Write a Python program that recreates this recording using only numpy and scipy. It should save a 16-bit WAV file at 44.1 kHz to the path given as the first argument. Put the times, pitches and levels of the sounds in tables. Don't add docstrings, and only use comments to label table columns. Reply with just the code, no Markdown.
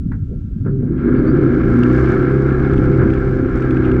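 import sys
import numpy as np
from scipy import signal
from scipy.fft import rfft, irfft, next_fast_len
from scipy.io import wavfile
from scipy.ndimage import uniform_filter1d, minimum_filter1d, map_coordinates

SR = 44100
rng = np.random.default_rng(int(sys.argv[2]) if len(sys.argv) > 2 else 0)


def waveform_to_disk(signal):
    frames = np.transpose(np.atleast_2d(signal))
    scaled = np.clip(frames, -1, 1) * 32767
    samples = np.round(scaled).astype(np.int16)
    wavfile.write(sys.argv[1], SR, samples)


N = 176400


def amp(db):
    return 10 ** (np.asarray(db) / 20)


def unit(x):
    return x / np.sqrt(np.mean(x ** 2) + 1e-20)


def clock():
    return np.arange(N) / SR


def curve(rows):
    return np.interp(clock(), *np.transpose(rows))


def along(points, hz):
    f, v = np.transpose(points)
    return np.interp(np.log(hz + 1), np.log(f + 1), v)


def wobble(rate):
    return map_coordinates(rng.standard_normal(int(N * rate / SR) + 4), [clock() * rate])


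def coloured(x, colour):
    m = 2 * next_fast_len(N // 2 + SR // 4)
    gain = amp(along(colour, np.fft.rfftfreq(m, 1 / SR)))
    cepstrum = irfft(np.log(gain), m)
    cepstrum[1:m // 2] *= 2
    cepstrum[m // 2 + 1:] = 0
    return unit(irfft(rfft(x, m) * np.exp(rfft(cepstrum)), m)[:N])


def noise(colour):
    return coloured(rng.standard_normal(N), colour)


def contacts(per_s, spread_db):
    hits = rng.random(N) < per_s / SR
    return hits * rng.choice([-1, 1], N) * amp(spread_db * rng.standard_normal(N))


def burst(start, attack, t60):
    t = clock() - start
    return np.clip(t / attack, 0, 1) * np.exp(-np.log(1000) * np.maximum(t - attack, 0) / t60)


# (t/s, level/dB)
WIND_LEVEL = [(0, -27), (.8, -26), (2, -26.5), (2.8, -19), (4, -25)]
# (f/Hz, level/dB)
WIND_COLOUR = [(8, -17.5), (30, 0.5), (60, -2), (100, -1.5), (160, -9), (400, -45), (1000, -94.5)]
FIELD_COLOUR = [(500, -1), (3200, -2.5), (4200, -7.5), (7000, -10.5), (14000, -36)]

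def wind():
    buffeting = amp(curve(WIND_LEVEL) + 2.1 * wobble(7)) * noise(WIND_COLOUR)
    return buffeting + amp(-69) * noise(FIELD_COLOUR)


# (t/s, level/dB)
ROLL_LEVEL = [(0, -26), (.5, -30), (.75, -22.5), (.9, -16), (.99, -22), (1.08, -16), (1.7, -17.5),
              (2.1, -20.5), (2.6, -20), (3.05, -20), (3.45, -25.5), (3.7, -20.5), (4, -21.5)]
# (f/Hz, level/dB)
FAST_COLOUR = [(40, -17.5), (110, -5), (200, -5), (275, 1.5), (390, -1.5), (440, -16), (520, -15.5),
               (620, -32.5), (900, -37.5), (3000, -100)]
SLOW_COLOUR = [(40, -13), (100, -1.5), (165, 0.5), (260, -2), (340, -16), (550, -37), (2000, -91)]

def wheel():
    bright = curve([(0.66, 0), (1.09, 1)])
    rumble = bright * noise(FAST_COLOUR) + np.sqrt(1 - bright ** 2) * noise(SLOW_COLOUR)
    return amp(curve(ROLL_LEVEL) + 1.6 * wobble(9.1)) * rumble


# (t/s, f/Hz)
BLADE_RATE = [(0, 8.06), (.7, 18.1), (1.1, 30), (1.17, 33.8), (1.3, 40.5), (1.42, 49.5), (1.6, 57.8),
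              (1.7, 58.8), (1.85, 61.8), (2.01, 64.4), (2.46, 67.4), (4, 63.1)]
# (t/s, level/dB)
HUM_LEVEL = [(0, -30.5), (.6, -51.5), (.72, -36), (.95, -28.5), (1.12, -19.5), (1.5, -17.5), (1.78, -14.5),
             (2.2, -15.5), (2.7, -14), (3.5, -18), (3.85, -17), (4, -16)]
# (f/Hz, level/dB)
WING_RESPONSE = [(30, -16), (65, -4.5), (98, -17), (120, -3), (133, 0.5), (165, -13), (196, -12),
                 (226, -15), (243, 3), (265, -8), (293, -14.5), (312, 1), (327, -6), (360, -5), (392, -4.5),
                 (425, -17.5), (465, -28), (497, -12.5), (525, -17.5), (550, -39.5), (588, -29.5),
                 (630, -46), (685, -28.5), (740, -43), (785, -29.5), (1200, -69)]

def shaft():
    shaft_hz = curve(BLADE_RATE) / 2 * (1 + 0.0016 * wobble(13))
    return shaft_hz, 2 * np.pi * np.cumsum(shaft_hz) / SR


def propeller_hum(shaft_hz, angle, odd_db=-2, flutter_db=2.5, jitter_rad=.024, pole_order=16):
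    hum = np.zeros(N)
    for order in range(1, 29):
        level_db = along(WING_RESPONSE, order * shaft_hz) + odd_db * (order % 2) + flutter_db * wobble(7)
        phase = order * angle + 2 * np.pi * rng.random() + jitter_rad * order * wobble(22)
        hum += amp(level_db) * np.sin(phase)
    pole_phase = pole_order * (angle + jitter_rad * wobble(40))
    whine_db = 8.5 + along(WING_RESPONSE, pole_order * shaft_hz) / 2 + flutter_db * wobble(19.8)
    whine = amp(whine_db) * np.sin(pole_phase) + amp(-17.5) * np.sin(2 * pole_phase)
    whine_fade = np.clip(1 - (shaft_hz / 24.8) ** 4, 0, 1)
    return amp(curve(HUM_LEVEL)) * (hum + whine_fade * whine)


# (t/s, f/Hz, level/dB)
BUMPS = [(0.055, 177, -12), (0.411, 90, -15), (0.512, 173, -17.5), (.556, 169, -18), (0.604, 113.7, -12),
         (.808, 156, -14)]

def bumps(attack=.006, t60=0.12, upper_ratio=1.525):
    sound = np.zeros(N)
    for start, hz, db in BUMPS:
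        phase = 2 * np.pi * hz * (clock() - start)
        low = burst(start, attack, t60) * np.sin(phase)
        upper = burst(start, attack, t60 / 2) * np.sin(upper_ratio * phase) / 2
        sound += amp(db) * (low + upper)
    return sound


# (f/Hz, level/dB)
CLUNK_COLOUR = [(400, -13), (800, -2), (1150, -4), (1570, 3.5), (2150, -10.5), (2800, -32), (6000, -45)]

def clunk():
    return amp(-36) * burst(start=.115, attack=.002, t60=0.14) * noise(CLUNK_COLOUR)


# (t/s, attack/s, t60/s, thud level/dB, clatter level/dB)
JOLTS = [(0.273, 0.063, 0.14, -24.5, -77), (0.644, 0.024, 0.21, -15.5, -37),
         (0.827, .004, 0.15, -15.5, -53.5), (2.98, 0.036, 0.27, -13, -24.5), (3.82, 0.055, 0.23, -24, -28)]
# (f/Hz, level/dB)
THUD_COLOUR = [(50, -10), (145, 0.5), (240, -1), (320, -10), (400, -6), (600, -26), (850, -44.5),
               (2000, -86)]
CLATTER_COLOUR = [(300, -28), (800, -11), (1150, -9), (1380, 2.5), (1570, -0.5), (1800, -14), (2250, -21.5),
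                  (2700, -35), (9000, -74)]

def jolts():
    thud, clatter = noise(THUD_COLOUR), noise(CLATTER_COLOUR)
    return sum(burst(start, attack, t60) * (amp(thud_db) * thud + amp(clatter_db) * clatter)
               for start, attack, t60, thud_db, clatter_db in JOLTS)


# (t/s, length/s, start f/Hz, end f/Hz, level/dB)
WHISTLES = [(0.602, 0.2, 4600, 4170, -75), (1.157, 0.055, 4400, 4750, -59),
            (1.252, 0.075, 4390, 4810, -53.5)]

def bird():
    song = np.zeros(N)
    for start, length, start_hz, end_hz, db in WHISTLES:
        progress = np.clip((clock() - start) / length, 0, 1)
        hz = start_hz + (end_hz - start_hz) * progress
        song += amp(db) * np.sin(np.pi * progress) * np.sin(2 * np.pi * np.cumsum(hz) / SR)
    return song


# (t/s, length/s, f/Hz, level/dB)
BOOMS = [(0.64, 0.24, 138.5, -16.5), (0.647, .2, 394.5, -25), (0.9, 0.16, 138.9, -17.5),
         (1.288, .18, 138, -14.5)]

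def wing_booms():
    sound = np.zeros(N)
    for start, length, hz, db in BOOMS:
        swell = np.sin(np.pi * np.clip((clock() - start) / length, 0, 1))
        phase = 2 * np.pi * (hz * clock() + rng.random()) + 0.79 * wobble(30)
        sound += amp(db) * swell * np.sin(phase)
    return sound


# (t/s, level/dB)
RATTLE_LEVEL = [(0, -70.5), (.7, -65), (.95, -45.5), (1.05, -34.5), (1.3, -33), (1.65, -30.5), (2.1, -26.5),
                (2.35, -30.5), (2.55, -29), (2.9, -31.5), (3.15, -31), (3.4, -35.5), (3.62, -29),
                (3.76, -31.5), (4, -32)]
# (f/Hz, level/dB)
SHELL_COLOUR = [(200, -25), (550, -13), (780, -11), (860, -19), (980, -12), (1260, -6.5), (1350, 1.5),
                (1420, -3), (1490, -7), (1560, -2), (1660, -4), (1900, -19), (2170, -13), (2350, -19.5),
                (2550, -30), (4000, -38.5), (9000, -66)]
RING_COLOUR = [(1000, -25.5), (1325, -15), (1350, 10.5), (1380, -14), (1500, -13.5), (1555, -0.5),
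               (1620, -11), (1900, -33.5)]

def rattle():
    level_db = curve(RATTLE_LEVEL) + 1.05 * wobble(45)
    shell = coloured(contacts(per_s=2200, spread_db=1), SHELL_COLOUR)
    return amp(level_db) * shell + amp(-65) * noise(RING_COLOUR)


# (t/s, attack/s, t60/s, level/dB)
CHATTER = [(.96, 0.022, .2, -56.5), (1.14, .015, .15, -51.5), (3.825, 0.022, 0.2, -41.5)]
# (t/s, level/dB, edge against body/dB)
TICKS = [(1.137, -55, 6.5), (1.834, -22.5, -18), (1.928, -42, -1), (2.057, -30, -15), (2.735, -33.5, -9),
         (2.779, -28.5, -18), (3.103, -30, -16), (3.137, -27.5, -19), (3.623, -27.5, -16),
         (3.708, -27, -15.5), (3.77, -26.5, -35), (3.916, -29, -17)]
# (f/Hz, level/dB)
TICK_BODY = [(1200, -26), (2000, 1.5), (2650, 7.5), (3400, -3), (4300, -16.5), (9000, -44)]
TICK_EDGE = [(2500, -14.5), (5000, 0.5), (8200, -7), (12500, -21), (14000, -38.5)]

def loose_fittings():
    body, edge = noise(TICK_BODY), noise(TICK_EDGE)
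    chatter = sum(amp(db) * burst(start, attack, t60) for start, attack, t60, db in CHATTER) * body
    ticks = sum(amp(db) * burst(start, attack=.0006, t60=.016) * (body + amp(edge_db) * edge) / 2
                for start, db, edge_db in TICKS)
    return chatter + ticks


# (t/s, level/dB)
HISS_LEVEL = [(0, -97.5), (.9, -83), (1.3, -66), (1.9, -56.5), (2.15, -57.5), (2.35, -61.5), (2.68, -63.5),
              (2.78, -59.5), (2.9, -62.5), (3.12, -60), (3.48, -64), (3.65, -61.5), (4, -65)]
# (f/Hz, level/dB)
HISS_COLOUR = [(1000, -9.5), (2800, 1.5), (3900, -2.5), (4700, 0.5), (6800, -7.5), (7500, -14),
               (10000, -19.5), (13000, -33), (14500, -47.5)]

def blade_hiss(angle):
    swish = unit(1 + 0.45 * np.cos(2 * angle))
    clicks = contacts(per_s=300, spread_db=2.5) * np.cos(angle) ** 4
    crackle = amp(-8) * coloured(clicks, TICK_EDGE)
    return amp(curve(HISS_LEVEL) + wobble(15)) * swish * (noise(HISS_COLOUR) + crackle)


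def fine_ticking():
    return amp(curve(HISS_LEVEL) + 2.5) * coloured(contacts(per_s=100, spread_db=2.5), TICK_BODY)


def scene():
    shaft_hz, angle = shaft()
    propeller = propeller_hum(shaft_hz, angle) + blade_hiss(angle)
    ground = wheel() + bumps() + jolts()
    airframe = clunk() + wing_booms() + rattle() + loose_fittings() + fine_ticking()
    return (wind() + ground + propeller + airframe + bird())[None]


def record(dry, limit_db=-2, top_hz=15200):
    needed = np.minimum(1, amp(limit_db) / (np.abs(dry) + 1e-9))
    gain = uniform_filter1d(minimum_filter1d(needed, size=441), size=441)
    return signal.sosfilt(signal.butter(20, top_hz, fs=SR, output="sos"), dry * gain)


dry = scene()
out = record(dry)
waveform_to_disk(out)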